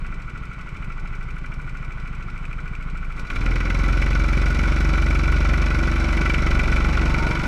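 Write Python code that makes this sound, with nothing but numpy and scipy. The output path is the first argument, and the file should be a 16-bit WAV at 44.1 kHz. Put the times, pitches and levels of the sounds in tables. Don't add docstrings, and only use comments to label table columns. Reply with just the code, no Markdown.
import sys
import numpy as np
from scipy import signal
from scipy.io import wavfile
from scipy.ndimage import uniform_filter1d

SR = 44100
rng = np.random.default_rng(int(sys.argv[2]) if len(sys.argv) > 2 else 0)


def waveform_to_disk(signal):
    frames = np.transpose(np.atleast_2d(signal))
    scaled = np.clip(frames, -1, 1) * 32767
    samples = np.round(scaled).astype(np.int16)
    wavfile.write(sys.argv[1], SR, samples)


N = 329427
T = np.arange(N) / SR
HZ = np.fft.rfftfreq(8192, 1 / SR)

# (f/Hz, width at half power/Hz, relative level/dB)
RINGS = [(629, 25, -13.5), (1129, 69, -5), (1348, 67, 0), (1468.6, 43.6, 2.5), (1991, 41, -2.5),
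         (2195, 82, -4), (2320, 61, -0.5), (2510, 260, -11.5), (2995, 89, -13)]


def amp(db):
    return np.exp(np.asarray(db) * (np.log(10) / 20))


def evened(x):
    return x / np.sqrt(np.mean(x ** 2) + 1e-20)


def steadied(x):
    power = uniform_filter1d(uniform_filter1d(x ** 2, size=9000), size=9000)
    return x / np.sqrt(power + 1e-12)


def curves(rows):
    s, *columns = np.transpose(rows)
    return [np.interp(T, s, column) for column in columns]


def wander(per_s):
    return evened(np.interp(T * per_s, np.arange(400), rng.standard_normal(400)))


def spectrum_gain(points):
    hz, db = np.transpose(points)
    return amp(np.interp(np.log(HZ + 1), np.log(hz + 1), db))


def peaks(modes, floor_db):
    power = sum(amp(db) ** 2 / (1 + (2 * (HZ - hz) / width) ** 2) for hz, width, db in modes)
    return np.sqrt(power + amp(floor_db) ** 2)


def colour(x, gain):
    log_gain = np.log(np.maximum(gain, 1e-5))
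    log_gain = np.r_[log_gain, log_gain[-2:0:-1]]
    response = np.exp(np.conj(signal.hilbert(log_gain)))
    taps = np.fft.ifft(response).real[:len(HZ)]
    return signal.oaconvolve(x, taps)[:N]


def through_shell(x):
    # (f/Hz, width at half power/Hz, relative level/dB)
    high_rings = [(3514, 170, 3), (3976, 70, 7), (4580, 440, -2), (5280, 160, 0.5), (5660, 230, -1.5),
                  (6340, 350, -4), (7600, 660, -10.5), (8060, 140, -11.5), (10270, 540, -12.5),
                  (11400, 250, -17), (13500, 700, -43), (14700, 300, -44)]
    bass_cut = 1 / (1 + (2800 / (HZ + 1)) ** 6)
    return colour(x, peaks(high_rings, -60) * bass_cut / (1 + HZ / 9000))


def crank():
    # (t/s, firing rate/Hz)
    speed = [(0.0, 12.98), (0.55, 12.71), (1.0, 13.08), (1.5, 12.83), (2.1, 13.3), (2.4, 13.14),
             (2.8, 13.62), (3.2, 13.38), (3.28, 14.3), (3.34, 18.02), (3.42, 20.01), (3.8, 22.08),
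             (4.2, 22.53), (4.75, 23.33), (5.2, 23.3), (6.0, 23.67), (7.47, 23.69)]
    start_angle = -.35
    rate, = curves(speed)
    load = np.clip((rate - 14) / 2, 0, 1)
    return start_angle + np.cumsum(rate) / SR, rate, load


def bursts(at, idle_db, load_db, rise_ms, decay_ms, spread_db, slop, hz=0):
    angle, rate, load = crank()
    cycle = np.floor(angle - at).astype(int) + 2
    size, late = rng.standard_normal((200, 2)).T
    since = np.maximum((angle - at) % 1 - slop * abs(late[cycle]), 0)
    ms = since / rate * 1000
    envelope = (1 - np.exp(-ms / rise_ms)) ** 2 * np.exp(-ms / decay_ms)
    level_db = idle_db + (load_db - idle_db) * load + spread_db * size[cycle]
    return amp(level_db) * envelope * np.cos(2 * np.pi * hz * ms / 1000)


def drone():
    # (f/Hz, relative level per Hz/dB)
    idle_spectrum = [(5, 11), (12, 32), (30, 21), (60, 23.5), (93, 19.5), (160, 19.5), (244, 10.5),
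                     (350, 8), (467, 2.5), (726, -2.5), (1100, 4.5), (1500, 3), (2600, -94)]
    rolling_spectrum = [(5, -28), (12, 27), (33, 18), (59, 11.5), (90, 14.5), (130, 9.5), (270, 6.5),
                        (330, 7.5), (450, 0), (700, -1.5), (1100, -1.5), (1500, -28), (2600, -83)]
    load = crank()[2]
    idle = colour(rng.standard_normal(N), spectrum_gain(idle_spectrum))
    rolling = colour(rng.standard_normal(N), spectrum_gain(rolling_spectrum))
    return ((1 - load) * idle + load * rolling) * amp(0.78 * wander(25))


def whine():
    # (t/s, f/Hz, rms level/dB)
    glide = [(6.42, 770, -51), (6.55, 788, -48), (6.7, 794, -47), (6.82, 835, -44), (6.95, 864, -48),
             (7.08, 898, -44), (7.22, 918, -38), (7.35, 965, -39.5), (7.47, 990, -46)]
    hz, db = curves(glide)
    phase = np.cumsum(hz * (1 + 0.011 * wander(50))) / SR
    started = T > glide[0][0]
    return np.sqrt(2) * started * amp(db + 1.2 * wander(40)) * np.sin(2 * np.pi * phase)


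def gasps():
    # (t/s, level before the envelope/dB, rise time constant/ms, decay time constant/ms)
    rushes = [(3.161, -50, 2, 14), (3.193, -49, 1.8, 11), (3.248, -52, 2.4, 13), (3.268, -48, 2.4, 14),
              (3.348, -47, 2, 10)]
    noise = evened(through_shell(rng.standard_normal(N)))
    gate = np.zeros(N)
    for s, db, rise_ms, decay_ms in rushes:
        ms = np.maximum(T - s, 0) * 1000
        gate = gate + amp(db) * (1 - np.exp(-ms / rise_ms)) * np.exp(-ms / decay_ms)
    return gate * noise


def hiss():
    # (crank angle/cycles, idle level/dB, load level/dB, rise time constant/ms, decay time constant/ms)
    puffs = [(-0.14, -12, 13.5, 4.6, 5.05), (0.45, 5.5, -3, 1.65, 6.4), (0.15, -2, -2, 2.8, 5.9)]
    load = crank()[2]
    low = 1 / (1 + (HZ / 7500) ** 6)
    rush = 0
    for band in (np.sqrt(low), np.sqrt(1 - low)):
        gate = amp(-13.5) + sum(bursts(*row, spread_db=1.2, slop=0.011) for row in puffs)
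        rush = rush + colour(gate * amp(0.81 * wander(50)) * rng.standard_normal(N), band)
    whistle = 1 + 1.5 / (1 + ((HZ - 8000) / 900) ** 2) + (HZ / 13000) ** 3
    idle = colour(through_shell((1 - load) * rush), 0.45 * whistle)
    return through_shell(load * rush) + idle


def tappet():
    early = bursts(.23, 3.6, -7, 1.0, 3.7, spread_db=2.5, slop=0.0055, hz=1388)
    middle = bursts(.5, -3, -7, 0.3, 1.8, spread_db=5.0, slop=0.0083, hz=2440)
    high = bursts(-0.1, -45, -14.5, 0.46, 3.1, spread_db=2.5, slop=.03, hz=5610)
    return early + middle + high


def rattle():
    # (crank angle/cycles, idle level/dB, load level/dB,
    # rise time constant/ms, decay time constant/ms, centre f/Hz, distance to 1/e gain/octaves)
    knocks = [(-.04, -27, -1.5, 2.78, 4.76, 2050, 2.3), (.13, 0.5, -25, 0.45, 1.8, 820, 0.69),
              (.22, -7.5, -16, 0.36, 4.4, 1374, 0.3), (.2, -11.5, -19, 1.75, 10.9, 2350, 0.7),
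              (0.362, -4.5, -4.5, 1.2, 2.72, 1500, 0.47), (.5, -9.5, -22, 0.31, 2.6, 2460, 0.23)]
    octaves = np.log2(HZ + 1)
    tick_size = amp(2.2 * np.minimum(rng.exponential(1, N), 3.0))
    ticks = rng.random(N) < 3500 / SR
    x = amp(-16.5) * evened(tick_size * ticks * rng.choice([-1., 1.], N))
    for at, idle_db, load_db, rise_ms, decay_ms, hz, width in knocks:
        gate = bursts(at, idle_db, load_db, rise_ms, decay_ms, spread_db=1.0, slop=0.014)
        blow = gate * rng.standard_normal(N)
        x = x + amp(7.0) * colour(blow, np.exp(-((octaves - np.log2(hz)) / width) ** 2))
    bass_cut = HZ ** 2 / (HZ ** 2 + 500 ** 2)
    return colour(x, peaks(RINGS, -20.5) * bass_cut / (1 + (HZ / 3600) ** 4))


def bangs():
    # (t/s, level before the envelope/dB)
    hits = [(3.3018, -19), (3.36, -18.5), (3.4619, -22), (3.5577, -18.5), (3.6038, -17.5), (3.7023, -15.5),
            (4.022, -16), (4.981, -23), (5.156, -17.5), (5.323, -20), (5.4514, -24), (5.5375, -17),
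            (5.624, -22), (5.664, -24), (6.1303, -19), (6.1734, -18), (6.216, -17), (6.26, -15),
            (6.298, -14.5), (6.343, -13.5), (6.4676, -16), (6.511, -15), (6.5944, -14.5), (6.636, -19),
            (6.726, -17), (6.7634, -13.5), (7.143, -19), (7.269, -17)]
    s, db = np.transpose(hits)
    blows, ms = np.zeros(N), np.arange(2000) / SR * 1000
    blows[np.round((s - .0015) * SR).astype(int)] = amp(db)
    gate = signal.oaconvolve(blows, (1 - np.exp(-ms / 2.15)) * np.exp(-ms / 5.6))[:N]
    gain = peaks(RINGS, -26.5) * np.exp(-(np.log2((HZ + 1) / 2300) / 1.47) ** 2)
    return colour(gate * rng.standard_normal(N), gain / np.sqrt(np.mean(gain ** 2)))


def shaking():
    # (t/s, rms level/dB)
    lurch = [(0, -62), (3.05, -52), (3.4, -24), (3.65, -48), (5.3, -63), (6.25, -49), (6.42, -24.5),
             (7.15, -28), (7.47, -42)]
    # (t/s, rms level/dB)
    shake = [(0, -27.5), (.55, -40.5), (.75, -38), (.95, -28.5), (2.3, -31), (3.12, -26), (3.25, -34),
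             (3.5, -18), (3.65, -22), (3.85, -19), (4.65, -20), (5.35, -18.5), (6.05, -21.5), (6.3, -21.5),
             (7.05, -20.5), (7.47, -28.5)]
    idle_shake = [-43.5, -37.5]
    # (f/Hz, level relative to order 2/dB)
    response = [(58, -25), (63, -23), (65.5, -11), (68, -4.5), (71, -4), (80, -14), (86, -7.5), (89.5, -13),
                (92, -32), (95, -31)]
    _, rate, load = crank()
    (first_db,), (second_db,) = curves(lurch), curves(shake)
    upper = []
    for k, idle_db in enumerate(idle_shake, start=3):
        load_db = second_db + np.interp(k * rate, *np.transpose(response))
        upper.append(idle_db + (load_db - idle_db) * load)
    return [first_db, second_db] + upper


def frame():
    angle, rate, load = crank()
    shift = uniform_filter1d(load, size=4000)
    crest = .06 + shift * np.interp(rate, [20.5, 23.3], [.42, .54])
    mix = 0
    for k, db in enumerate(shaking(), start=1):
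        unsteady_db = .5 * wander(19)
        tone = np.cos(2 * np.pi * (k * (angle - crest) + shift / 2))
        mix = mix + np.sqrt(2) * amp(db + unsteady_db) * tone
    return mix


def exhaust():
    # (idle level/dB, load level/dB)
    orders = [(-3, -1), (-3.5, 3.5), (-17, -0.5), (-4, -7.5), (4.5, -8.5), (3, -2), (5, -9.5), (-3.5, -16),
              (1, -6), (-0.5, -3), (-15, -37), (-10, -14.5), (-11, -14), (-35, -33), (-14.5, -28),
              (-13.5, -40), (-26, -17.5), (-22, -19.5), (-20, -16), (-20, -17.5), (-25, -14.5),
              (-26, -13.5)]
    angle, _, load = crank()
    strength_db = np.interp(angle, np.arange(-2, 198), rng.standard_normal(200)) * (1.8 - .9 * load)
    lag = .22 * (1 - load)
    pop = 0
    for k, (idle_db, load_db) in enumerate(orders, start=5):
        level_db = idle_db + (load_db - idle_db) * load + 1.0 * wander(3)
        pop = pop + amp(level_db) * np.cos(2 * np.pi * (k * angle - lag))
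    gas_gain = np.exp(-(np.log2((HZ + 1) / 150) / 0.63) ** 2)
    gas = evened(colour(rng.standard_normal(N), gas_gain))
    thud = bursts(-0.2, 12.7, 4.8, 4.4, 12.6, spread_db=0.5, slop=0.022) * gas
    return pop * amp(strength_db) + thud


def levels():
    # (idle level/dB, load level/dB,
    # growth once rolling/dB per s, jump as the engine stumbles/dB, overshoot as it catches/dB)
    layers = [(-42.5, -31, .5, 3, -1.5), (-20, -14.5, 0, 6, 1), (-39.5, -28.5, 0.28, -3, -0.5),
              (-40, -26, 1.4, 6.5, 1.5)]
    # (t/s, effort from 0 idling to about 1 pulling hard)
    throttle = [(0, 0.017), (3.27, 0.047), (3.32, .7), (3.45, 0.84), (3.62, 0.83), (3.8, 0.97),
                (4.7, 1.045), (5.1, 1.003), (7.47, 0.99)]
    roll_s, stumble_s, stumble_width_s, catch_s, settle_s = 3.83, 3.2, 0.045, 3.3, 0.25
    effort, = curves(throttle)
    rolled_s = np.maximum(T - roll_s, 0)
    stumble = np.exp(-((T - stumble_s) / stumble_width_s) ** 2)
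    catch = (T > catch_s) * np.exp(-np.maximum(T - catch_s, 0) / settle_s)
    return [idle_db + (load_db - idle_db) * effort + db_per_s * rolled_s + stumble_db * stumble + catch_db * catch
            for idle_db, load_db, db_per_s, stumble_db, catch_db in layers]


def scene():
    rattle_db, hiss_db, exhaust_db, drone_db = levels()
    mix = amp(drone_db) * drone() + whine() + gasps() + bangs() + frame()
    mix += amp(exhaust_db) * steadied(exhaust())
    valve_gear = steadied(rattle()) + amp(8.5) * tappet()
    mix += amp(rattle_db) * (valve_gear + amp(hiss_db) * steadied(hiss()))
    return np.array([mix, mix])


def record(dry):
    edge_hz = 15280
    taps = signal.firwin(511, edge_hz, window=("kaiser", 9), fs=SR)
    return signal.oaconvolve(dry, taps[None], "same")


dry = scene()
out = record(dry)
waveform_to_disk(out)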